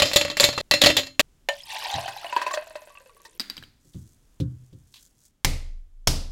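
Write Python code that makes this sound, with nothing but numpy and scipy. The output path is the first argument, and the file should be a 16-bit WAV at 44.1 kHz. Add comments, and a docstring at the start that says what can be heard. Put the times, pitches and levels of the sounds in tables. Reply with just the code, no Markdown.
"""Close up, over a low room rumble, ice cubes clatter into a steel cocktail shaker and ring its wall.
A first lump clunks in, then a thick drink fizzes on the ice, gurgles as it pools and ends in plops.
A glass clinks into the shaker's mouth, the pair bumps on the table and gloves rustle on the steel.
Two slaps seat the glass with a crack, boom through the table and ring out in the room."""
import sys
import numpy as np
from scipy import signal
from scipy.fft import rfft, irfft, next_fast_len
from scipy.io import wavfile
from scipy.ndimage import uniform_filter1d, map_coordinates

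SR = 44100
rng = np.random.default_rng(int(sys.argv[2]) if len(sys.argv) > 2 else 0)


def master(y):
    """Save y as 16-bit WAV."""
    cut = np.clip(np.atleast_2d(y).T, -1, 1)
    pcm = np.round(cut * 32767)  # scale
    wavfile.write(sys.argv[1], SR, pcm.astype(np.int16))


N = 278271
TIME_S = np.arange(N) / SR
T = np.arange(SR) / SR  # one second of ringing


def amp(db):
    """Decibels to gain."""
    return 10 ** (np.asarray(db) / 20)


def unit(x):
    """Scale to rms 1."""
    return x / np.sqrt(np.mean(x ** 2) + 1e-20)


def fade(t60_s):
    """Exponential decay."""
    return np.exp(-np.log(1000) * T / t60_s)


def attack(rise_s):
    """Exponential rise to 1."""
    return 1 - np.exp(-T / rise_s)


def swell(peak_s):
    """Rise to 1 at peak_s, then decay."""
    age = T / peak_s
    return age * np.exp(1 - age)


def tone(hz, t60_s, glide=0):
    """Damped sine; glide raises its pitch."""
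    return np.sin(2 * np.pi * hz * T * (1 + glide * T)) * fade(t60_s)


def curve(rows, at_s=TIME_S):
    """Interpolate (time_s, value) rows."""
    return np.interp(at_s, *np.transpose(rows))


def during(rows):
    """1 within a table's time span, else 0."""
    return (TIME_S > rows[0][0]) & (TIME_S < rows[-1][0])


def wobble(rate_hz):
    """Smooth random curve."""
    knots = rng.standard_normal(int(N * rate_hz / SR) + 4)
    return map_coordinates(knots, [TIME_S * rate_hz])


def add(track, start_s, x):
    """Mix x into the track."""
    start = round(start_s * SR)
    track[start:start + len(x)] += x[:len(track) - start]


def filtered(x, response):
    """Apply a frequency response."""
    size = next_fast_len(len(x) + 8192)
    return irfft(rfft(x, size) * response(np.fft.rfftfreq(size, 1 / SR)), size)[:len(x)]


def band(x, hz, q):
    """One resonance, gain 1 at its centre."""
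    return signal.lfilter(*signal.iirpeak(hz, q, fs=SR), x)


def highpass(x, hz, order):
    """Butterworth high-pass."""
    return signal.sosfilt(signal.butter(order, hz, "high", fs=SR, output="sos"), x)


def colour(x, spectrum):
    """Shape x by (freq_hz, gain_db) rows, to rms 1."""
    freq_hz, gain_db = np.transpose(spectrum)
    return unit(filtered(x, lambda hz: amp(np.interp(np.log(hz + 1), np.log(freq_hz), gain_db))))


def noise(spectrum, size=SR):
    """Coloured noise, rms 1."""
    return colour(rng.standard_normal(size), spectrum)


def ring(modes, scatter_db):
    """Damped modes, struck at randomly scattered levels."""
    return sum(amp(db + scatter_db * rng.standard_normal()) * tone(hz, t60_s) for hz, db, t60_s in modes)


def chatter(x, length_s, share):
    """A contact followed by quick, smaller rebounds."""
    train = np.zeros(SR)
    lag, size = rng.random(8), rng.standard_normal(8)
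    np.add.at(train, (lag * length_s * SR).astype(int), share * size * (1 - lag))
    train[0] += 1
    return signal.fftconvolve(x, train / np.linalg.norm(train))[:SR]


# background spectrum: freq_hz, gain_db
ROOM_SPECTRUM = [(12, -30), (20, 8.5), (70, -3.5), (98, -6), (310, -13.5), (446, -19.5), (718, -24.5),
                 (2460, -29.5), (3340, -28), (4180, -31.5), (6720, -29.5), (16000, -38.5)]
# background envelope: time_s, level_db
ROOM_LEVEL = [(0.6, -58.5), (3, -66), (4.3, -61), (5.25, -64.5), (5.4, -68)]

def room_rumble():
    """Faint low noise, drifting in level."""
    return amp(curve(ROOM_LEVEL)) * noise(ROOM_SPECTRUM, size=N)


# ice-on-steel spectrum: freq_hz, gain_db
CLATTER_SPECTRUM = [(41, -41.5), (70, -18), (223, -25.5), (300, -12.5), (451, -19.5), (579, -1.5),
                    (664, -14), (1410, -22.5), (1850, -17.5), (4190, -14.5), (6020, -24), (7390, -18.5),
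                    (8470, -33), (12200, -29), (16000, -39)]

def ice_contact(clack_hz):
    """Ice touches down: a clack at the cube's own pitch, a crack, and a crunch as it skids."""
    clack = tone(clack_hz, t60_s=0.01)
    crack = noise(CLATTER_SPECTRUM) * fade(0.0031)
    grit = noise(CLATTER_SPECTRUM)
    crunch = unit(grit + 1.3 * band(grit, clack_hz, q=5)) * swell(0.0025)
    return amp(-6) * clack + amp(-8) * crack + amp(-15) * crunch


def wall_partials(count):
    """The thin wall's close upper partials: freq_hz, level_db, t60_s."""
    return [(1200 * 12 ** ((k + place) / count), 8 * size, 0.084 + 0.21 * life)
            for k, (place, size, life) in enumerate(rng.random((count, 3)))]


# shaker modes: freq_hz, level_db, t60_s
STEEL_MODES = [(160, -27, .25), (266.4, -15.5, 0.44), (308.6, -11, 0.4), (558, -12.5, .12),
               (578.7, 6, 0.17), (954, -16, 0.14), (1137, -10.5, 0.082), (1900, -20, .11),
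               (1900, -12.5, 0.12), (1986, -10.5, .14), (2420, -17, 0.068), (2694, -6, 0.19),
               (3095, -13.5, .14), (3246, -14.5, 0.1), (3402, -12, 0.068), (3660, -14, 0.074),
               (3917, -14, .16), (4124, -11.5, 0.3), (4370, -11.5, 0.24), (4820, -12, .16),
               (5100, -17, 0.19), (5750, -19.5, .14), (6880, -18, 0.29), (7120, -18, 0.12),
               (7370, -21, 0.22), (8750, -22.5, 0.17), (9360, -17.5, 0.12), (11350, -21.5, 0.073)]

def steel_wall(blow_db, partials):
    """The struck shaker rings with clear modes and a dense shimmer."""
    hollow_db, bright_db = -6.5, -0.08 * blow_db  # hard blows ring less for their size
    modes = []
    for hz, db, t60_s in STEEL_MODES:
        detune = 1 + 0.003 * rng.standard_normal()  # ice leans on the wall
        modes.append((hz * detune, db + (hollow_db if hz < 1000 else bright_db), t60_s))
    upper = np.zeros(SR)
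    for hz, db, t60_s in partials:
        gain = amp(db + 3.96 * rng.standard_normal())
        upper += gain * np.sin(2 * np.pi * (hz * T + rng.random())) * fade(t60_s)
    shimmer = amp(-27.5) * noise(CLATTER_SPECTRUM) * fade(0.21)
    add(shimmer, 0, amp(-36.5) * colour(upper[:SR // 4], CLATTER_SPECTRUM))
    body = chatter(ring(modes, scatter_db=2), length_s=0.016, share=0.45)
    return amp(bright_db) * shimmer + amp(-19) * body


# tabletop modes: freq_hz, level_db, t60_s
TABLE_MODES = [(68, -12.5, 0.037), (89.8, -2.5, 0.18), (125, -8, 0.54), (159.7, -3, 0.23),
               (224, -12, 0.093), (286, -7, 0.19), (371, -8.5, .14), (518, -8, 0.16)]

def table_thud(rumble_db):
    """A soft blow wakes the table's low modes and a rumble; little radiates below the lowest mode."""
    soft_hz, cutoff_hz, leak = 308.5, 62.0, amp(-14)
    modes = [(hz, db - 10 * np.log10(1 + (hz / soft_hz) ** 4), t60_s) for hz, db, t60_s in TABLE_MODES]
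    rumble = noise([(20, 2), (52, -13.5), (80, 15.5), (200, -4), (330, -8.5), (600, -44),
                    (1500, -38), (4000, -85)]) * fade(0.4)
    blow = (ring(modes, scatter_db=1) + amp(rumble_db) * rumble) * attack(0.0037)
    return filtered(blow, lambda hz: leak + (1 - leak) * hz ** 8 / (hz ** 8 + cutoff_hz ** 8))


# ends of the ice's ringing: stop_s
RING_STOPS = [.614, 1.214]

def until_stop(start_s):
    """The ringing stops dead at the next stop time."""
    stop_s = min(s for s in RING_STOPS if s > start_s)
    return np.clip((stop_s - start_s - T) / 0.0016, 0, 1)


# cube landings: start_s, level_db, clack_hz, treble_db, topple_db
LANDINGS = [(0.0004, -1.5, 3920, -3, -18.5), (0.021, 1.5, 2870, -2, -2.5), (0.056, -9.5, 5170, -1, -14),
            (0.115, -15, 2580, -1.5, -19), (0.1335, -10.5, 4370, 8, -7), (0.1606, 0.5, 3810, 6, -1),
            (0.2125, -5.5, 2750, -4, -17), (0.2501, -10, 2510, -7.5, -21.5),
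            (0.2811, -18, 2030, -10.5, -19.5), (0.3006, -12, 4050, -8.5, -14),
            (0.314, -19, 3600, -9.5, -14.5), (0.3697, -10.5, 1980, 4.5, -10.5),
            (0.3991, 0.5, 4400, 1.5, -13.5), (0.4064, -8.5, 7350, 11, -7.5), (0.4327, -5, 2050, 2, -13.5),
            (0.4407, -1.5, 3950, 8, -5), (0.4888, -8, 4320, -25, -23), (0.529, -15.5, 4270, -16, -2),
            (0.5783, -8.5, 1190, -28, -5.5), (0.6016, -17.5, 4080, -9, 2), (0.7118, 1.5, 4480, 1, -21),
            (0.7382, -2, 3940, -1, -9.5), (0.817, 1, 3610, 4.5, -10), (0.8376, 2.5, 3370, -0.5, -2.5),
            (0.8608, 2.5, 4590, -2, 1.5), (0.89, -7.5, 3150, -5, -13.5), (0.9014, -2.5, 2800, -11.5, -10.5),
            (0.9679, -4.5, 3420, 7.5, -22.5), (0.995, -17, 2640, -17.5, -15.5),
            (1.0341, -20.5, 4000, -6.5, -21), (1.07, -24.5, 4480, -2.5, -12.5),
            (1.1948, 0.5, 2630, 2, -0.5)]
# free rim ringing: start_s, level_db, pitch_hz, t60_s
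RIM_PINGS = [(0.551, -32.5, 4140, 1), (0.715, -19.5, 4137, 0.35)]

def ice():
    """Each cube lands on a corner, topples onto its face, jostles its neighbours and rings the shaker."""
    topple_s, topple_ratio = 0.0073, 0.93
    jostle_s, jostle_spread_s = 0.036, 0.09
    track = np.zeros(N)
    partials = wall_partials(count=70)
    for start_s, db, clack_hz, treble_db, topple_db in LANDINGS:
        hit = ice_contact(clack_hz)
        hit += np.hypot(1, amp(topple_db)) * steel_wall(db, partials)
        hit += amp(-34) * table_thud(rumble_db=-8.5)
        add(hit, topple_s, amp(topple_db) * ice_contact(clack_hz * topple_ratio))
        for lag, octaves in rng.random((2, 2)):
            neighbour = amp(-23 - 6 * lag) * ice_contact(2500 * 2 ** octaves)
            add(hit, jostle_s + jostle_spread_s * lag, neighbour)
        # sharp corners give more treble than wet faces
        hit += (amp(treble_db) - 1) * highpass(hit, 6000, order=1)
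        add(track, start_s, amp(db) * hit * until_stop(start_s))
    for start_s, db, hz, t60_s in RIM_PINGS:
        add(track, start_s, amp(db) * tone(hz, t60_s) * until_stop(start_s))
    return track


# cube skids: start_s, level_db, pitch_hz, rise_s
ICE_SKIDS = [(0.045, -28.5, 5224, 0.025), (0.41, -23, 7500, 0.018), (0.8125, -20, 3640, 0.007),
             (0.856, -20, 4500, 0.012), (0.9645, -19, 3400, 0.012)]

def skids():
    """Cubes scrape along the wall and over each other."""
    track = np.zeros(N)
    for start_s, db, hz, rise_s in ICE_SKIDS:
        grit = noise(CLATTER_SPECTRUM)
        scrape = unit(grit + 3 * band(grit, hz, q=6)) * swell(rise_s)
        add(track, start_s, amp(db) * scrape * until_stop(start_s))
    return track


# loaded shaker modes: freq_hz, level_db, t60_s
LOADED_MODES = [(569, -19.5, 0.197), (824, -31, 0.068), (1800, -19, 0.11), (2710, -45, 0.062),
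                (3010, -27, 0.11), (3147, -40.5, 0.082), (4093, -27, 0.07), (4730, -56, .04),
                (6900, -35.5, 0.12)]

def knock(start_s):
    """The first lump strikes the loaded shaker from inside: a tight, hollow clunk."""
    track = np.zeros(N)
    body = ring(LOADED_MODES, scatter_db=0.5)
    grit = noise([(200, -56), (430, -40.5), (600, 23), (1300, 0), (2800, 8), (4500, -5.5),
                  (9000, -17), (16000, -24)])
    grit *= amp(-11) * fade(0.022) + amp(-27) * fade(0.18)
    add(track, start_s, chatter(body, length_s=0.024, share=0.26) + grit)
    return highpass(track, 380, order=2)


# air resonances above the drink: centre_hz, width_hz, gain_db
AIR_MODES = [(360, 96, -13.5), (602.5, 48, 1), (1006, 72.8, 2), (1566, 120, -2.5), (1931, 290, -7),
             (2590, 77, -1.5), (2900, 570, -15), (4500, 330, -16)]

def cavity(x):
    """The shaker's air column colours whatever sounds inside it."""
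    def response(hz):
        return sum((-1) ** k * amp(db) * 1j * hz * width / (centre ** 2 - hz ** 2 + 1j * hz * width)
                   for k, (centre, width, db) in enumerate(AIR_MODES))
    return unit(filtered(x, response))


def bubbles(pitch_hz, spread, cycles, scatter_db, count):
    """Bubbles ring as short, slightly rising tones at random moments of the pour."""
    first_s, last_s = FLOW[0][0], FLOW[-1][0]
    draw, detune = rng.random((count, 2)), rng.standard_normal(count)
    start = (SR * (first_s + draw[:, 0] * (last_s - first_s))).astype(int)
    hz = (pitch_hz[start] * np.exp(spread * detune))[:, None]
    steps = np.arange(900)
    age = steps / SR * hz / cycles
    envelope = np.exp(-4 * age) * (1 - np.exp(-12 * age))
    gain = amp(-scatter_db * np.log(0.02 + 0.98 * draw[:, 1:]))
    grains = gain * envelope * np.sin(2 * np.pi * cycles * age * (1 + 0.015 * age))
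    track = np.bincount((start[:, None] + steps).ravel(), grains.ravel(), N)[:N]
    return track / np.std(track[during(FLOW)])


# stream strength: time_s, flow_db
FLOW = [(1.5, -57), (1.656, -59.5), (1.715, -44.5), (1.96, -43.5), (2.12, -53), (2.55, -59), (2.64, -66),
        (3.1, -78), (3.38, -73)]
# gurgle pitch: time_s, pitch_hz
GURGLE_PITCH = [(1.6, 894), (1.85, 864), (2.0, 768.4), (2.25, 814), (2.38, 902), (2.55, 662), (2.8, 616),
                (3.4, 400)]
# spray spectrum: freq_hz, gain_db
FIZZ_SPECTRUM = [(710, -23.5), (1200, 6.5), (1290, -121), (1830, 14), (2250, -31), (3870, 0.5),
                 (5900, -4.5), (14400, -22.5), (16000, -21)]

def pour():
    """The lumpy stream fizzes on bare ice; as a pool forms it also churns large bubbles."""
    pool_start_s, fill_s, bare_db, pooled_db = 1.523, 0.36, -8.5, 13.5
    flow_db, pitch_hz = curve(FLOW), curve(GURGLE_PITCH)
    pool_db = curve([(pool_start_s, bare_db), (pool_start_s + fill_s, pooled_db)])
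    gurgle = bubbles(pitch_hz, spread=0.14, cycles=16, scatter_db=7, count=500)
    # the crater under the stream hums around the gurgle's pitch
    churn = noise([(1, 9), (45, -12), (110, -7.5), (300, -36.5), (1000, -89.5)], size=N)
    crater = unit(churn * np.sin(2 * np.pi * np.cumsum(pitch_hz) / SR))
    hollow = cavity(rng.standard_normal(N))
    froth = bubbles(np.full(N, 3700), spread=0.35, cycles=22, scatter_db=3.6, count=3200)
    foam = bubbles(np.full(N, 9500), spread=0.25, cycles=10, scatter_db=5.5, count=1100)
    spray = noise(FIZZ_SPECTRUM, size=N)
    pool = amp(pool_db) * (amp(-6.5) * gurgle + amp(-7) * crater + amp(-11) * hollow)
    fizz = amp(7) * froth + amp(-4.5) * spray
    lumps_db = 1.6 * wobble(rate_hz=45)
    foam_db = -29.5 + 0.46 * flow_db  # crackles on as the stream thins
    return during(FLOW) * (amp(flow_db + lumps_db) * (pool + fizz) + amp(foam_db) * foam)


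# stray droplets: start_s, level_db, pitch_hz
DROPLETS = [(1.6042, -30, 3240), (1.6347, -30.5, 5020), (1.72, -27, 2640), (1.8486, -24.5, 3760),
            (1.9005, -20.5, 3470), (1.9409, -18.5, 3840), (2.06, -25.5, 3060), (2.184, -29, 3920),
            (2.2653, -24, 2860), (2.296, -27, 2780), (2.5337, -21, 7200), (2.5465, -26.5, 3330),
            (2.9542, -41, 2746), (2.9734, -31.5, 2600)]

def droplets():
    """Each droplet traps a small bubble that pings and rises in pitch."""
    track = np.zeros(N)
    for start_s, db, hz in DROPLETS:
        ping = tone(hz, t60_s=0.033, glide=1.5) * attack(0.00039)
        add(track, start_s, amp(db - 2.5) * ping)
    return track


# bumps on the table: start_s, level_db, rumble_db
TABLE_BUMPS = [(1.941, -21.5, -6), (3.489, -50, 1), (3.571, -35, -6.5), (3.848, -40.5, -12.5),
               (3.946, -29.5, 6), (4.401, -7.5, -6), (4.727, -30, -6.5), (5.449, -14.5, -4.5),
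               (6.071, -14, -0.5)]

def bumps():
    """The table thuds under the shaker."""
    track = np.zeros(N)
    for start_s, db, rumble_db in TABLE_BUMPS:
        add(track, start_s, amp(db - 8.5) * table_thud(rumble_db))
    return track


# thick gobs landing: start_s, level_db, bubble_hz, splash_db
GOB_LANDINGS = [(1.982, -16.5, 686, -29), (2.079, -17.5, 790, -7), (2.244, -19.5, 681, -33),
                (2.325, -11.5, 984, -19), (2.363, -6.5, 956, -19), (2.415, -11.5, 983, -11.5),
                (2.464, -12.5, 1009, -13), (2.508, -14.5, 1098, -12), (2.537, -15.5, 612, -2),
                (2.573, -11.5, 606, -26), (2.754, -21.5, 600, -13), (2.973, -39.5, 1153, -19),
                (3.25, -37.5, 912, 4)]

def gobs():
    """Lumps plop into the drink: a bubble tone, a splash, and slosh that sounds the shaker's air."""
    track = np.zeros(N)
    for start_s, db, hz, splash_db in GOB_LANDINGS + dribble(count=13):
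        bubble = tone(hz, t60_s=0.094, glide=0.078) * attack(0.0021)
        hollow = cavity(rng.standard_normal(SR) * (swell(0.0007) + amp(-10.5) * fade(0.25)))
        slosh_db = -6.5 - 0.01 * db  # small gobs slosh more for their size
        slosh = amp(slosh_db) * hollow / np.abs(hollow).max()
        splash = amp(splash_db - 12) * noise(FIZZ_SPECTRUM) * swell(0.0061)
        add(track, start_s, amp(db) * (amp(-6) * bubble + slosh + splash))
    return track


def dribble(count):
    """Rows for the last gobs: nearly even gaps, ever weaker, ever more often high-pitched."""
    first_s, gap_s, high_hz = 2.615, 0.049, 1130
    first_db, slope_db_per_s, splash_db = -30, -23.5, -14
    rows = []
    for k, (early, chance) in enumerate(rng.random((count, 2))):
        age_s = gap_s * (k + 0.5 * (0.5 - early))
        hz = high_hz if chance < k / count else curve(GURGLE_PITCH, first_s + age_s)
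        rows.append((first_s + age_s, first_db + slope_db_per_s * age_s, hz, splash_db))
    return rows


# glass against steel: start_s, level_db, clack_hz
GLASS_CLINKS = [(3.3972, -14, 4900), (3.4035, -15.5, 4880), (3.414, -23.5, 4940), (3.4994, -17.5, 4800),
                (3.5685, -26.5, 4850), (3.5791, -26, 3130), (3.626, -32.5, 1670), (3.637, -32.5, 3100)]
# glass modes: freq_hz, level_db, t60_s
GLASS_MODES = [(2310, -26, 0.073), (2740, -23, 0.033), (3910, -7.5, 0.056), (4690, -8.5, .08),
               (4940, -25, .05), (4970, -29, 0.049), (8000, -13.5, 0.018), (12700, -14, 0.025)]
# rim scrape spectrum: freq_hz, gain_db
RIM_SPECTRUM = [(90, -48), (170, -6), (260, 4), (450, -18), (1200, -13), (1500, -7), (2900, -11),
                (3900, -7.5), (4760, -6.5), (5500, -16.5), (12700, -25), (16000, -25)]

def clinks():
    """The hand-damped glass chatters on the shaker's rim, which sings on faintly."""
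    track = np.zeros(N)
    for start_s, db, clack_hz in GLASS_CLINKS:
        glass = chatter(ring(GLASS_MODES, scatter_db=2), length_s=0.0088, share=0.45)
        glass *= amp(-4 + 0.2 * db)  # light touches hardly wake it
        clack = amp(-2.5) * tone(clack_hz, t60_s=0.014)
        scrape = noise(RIM_SPECTRUM) * (amp(-20) * fade(0.04) + amp(-31) * fade(0.53))
        rim = amp(-36) * unit(band(noise(RIM_SPECTRUM), hz=4800, q=87)) * fade(0.33)
        add(track, start_s, amp(db) * (glass + clack + scrape + rim))
    return track


# rustle envelope: time_s, level_db
RUSTLE_LEVEL = [(3.8, -76), (3.862, -66), (4.0, -64), (4.31, -77), (4.85, -72.5), (5.03, -59), (5.138, -73),
                (5.26, -63.5), (5.31, -74)]
# rustle spectrum: freq_hz, gain_db
RUSTLE_SPECTRUM = [(880, -47), (1500, -16), (3030, -27), (3280, -11.5), (3620, -14), (6760, -4),
                   (16000, -16.5)]
# scuffs on steel: start_s, level_db, t60_s
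GLOVE_SCUFFS = [(3.935, -42, .18), (4.402, -25, 0.088), (4.729, -44.5, 0.062), (4.94, -28, 0.068),
                (4.958, -30.5, .17)]
# scuff spectrum: freq_hz, gain_db
SCUFF_SPECTRUM = [(470, -48.5), (800, -19), (1050, -3), (1270, -16), (1810, -10.5), (3740, 3.5),
                  (5240, -4.5), (14300, -19), (16000, -18)]

def gloves():
    """Gloves rub on the shaker in uneven crackles and short scuffs."""
    def grip(samples):
        return unit(uniform_filter1d(rng.standard_normal(N), samples))
    crackle = rng.standard_normal(N) * amp(4.1 * grip(samples=120) + 1.3 * grip(samples=1800))
    track = during(RUSTLE_LEVEL) * amp(curve(RUSTLE_LEVEL) + 1) * colour(crackle, RUSTLE_SPECTRUM)
    for start_s, db, t60_s in GLOVE_SCUFFS:
        add(track, start_s, amp(db - 16.5) * noise(SCUFF_SPECTRUM) * fade(t60_s))
    return track


def jam(x, hz, boost_db):
    """The glass jammed in the steel adds one resonance."""
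    return unit(x + (amp(boost_db) - 1) * band(x, hz, q=5.6))


def room_decay(x, t60_s):
    """Reverberant decay; air and furnishings swallow the treble first."""
    hz, age_s, spectrum = signal.stft(x, SR, nperseg=256)
    band_t60_s = t60_s / (1 + (hz[:, None] / 20000) ** 2)
    decay = np.exp(-np.log(1000) * age_s / band_t60_s)
    return signal.istft(spectrum * decay, SR, nperseg=256)[1][:SR]


# slaps on the glass: start_s, crack_t60_s, room_db, jam_hz, jam_db
GLASS_SLAPS = [(5.447, 0.03, -27, 2085, 10.5), (6.0728, 0.036, -23, 5120, 4.5)]
# crack spectrum: freq_hz, gain_db
CRACK_SPECTRUM = [(120, -24), (200, -9.5), (601, -3), (1100, -3), (1620, -9.5), (2130, -5), (3690, -4),
                  (3970, -9), (5940, -1.5), (9750, -14), (14900, -14), (16000, -25)]
# reverberation spectrum: freq_hz, gain_db
REVERB_SPECTRUM = [(150, -5.5), (250, -5.5), (308, -2), (336, -23), (367, -13), (576, -7.5), (710, -13),
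                   (1640, -21.5), (4820, -13.5), (11700, -23), (16000, -32)]
# table rocking and boom: freq_hz, level_db, t60_s
SWAY_MODES = [(26.22, 10, 1.34), (29.6, -8, 5), (69.2, 5.5, 0.73), (78.2, -8, 1.03)]

def slaps():
    """The glass jams into the steel with a resonant crack; the room hisses on and the table rocks."""
    track = np.zeros(N)
    for start_s, crack_t60_s, room_db, jam_hz, jam_db in GLASS_SLAPS:
        burst = jam(noise(CRACK_SPECTRUM), jam_hz, jam_db) * fade(crack_t60_s)
        crack = 1.57 * np.tanh(1.16 * burst)
        room = room_decay(jam(noise(REVERB_SPECTRUM), jam_hz, jam_db), t60_s=0.46)
        sway = ring(SWAY_MODES, scatter_db=0)
        add(track, start_s, amp(-11) * crack + amp(room_db) * room + amp(-30) * sway)
    return track


def scene():
    """All sources, summed to mono."""
    background = room_rumble()
    filling = ice() + skids() + knock(start_s=1.4875) + pour() + gobs() + droplets()
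    closing = clinks() + bumps() + slaps() + gloves()
    return (background + filling + closing)[None]


def record(dry):
    """Clip the loudest peaks, then low-pass steeply."""
    top_hz = 16100
    lowpass = signal.ellip(12, 0.1, 110, top_hz, fs=SR, output="sos")
    return signal.sosfilt(lowpass, np.clip(dry, -1, 1))


dry = scene()
out = record(dry)
master(out)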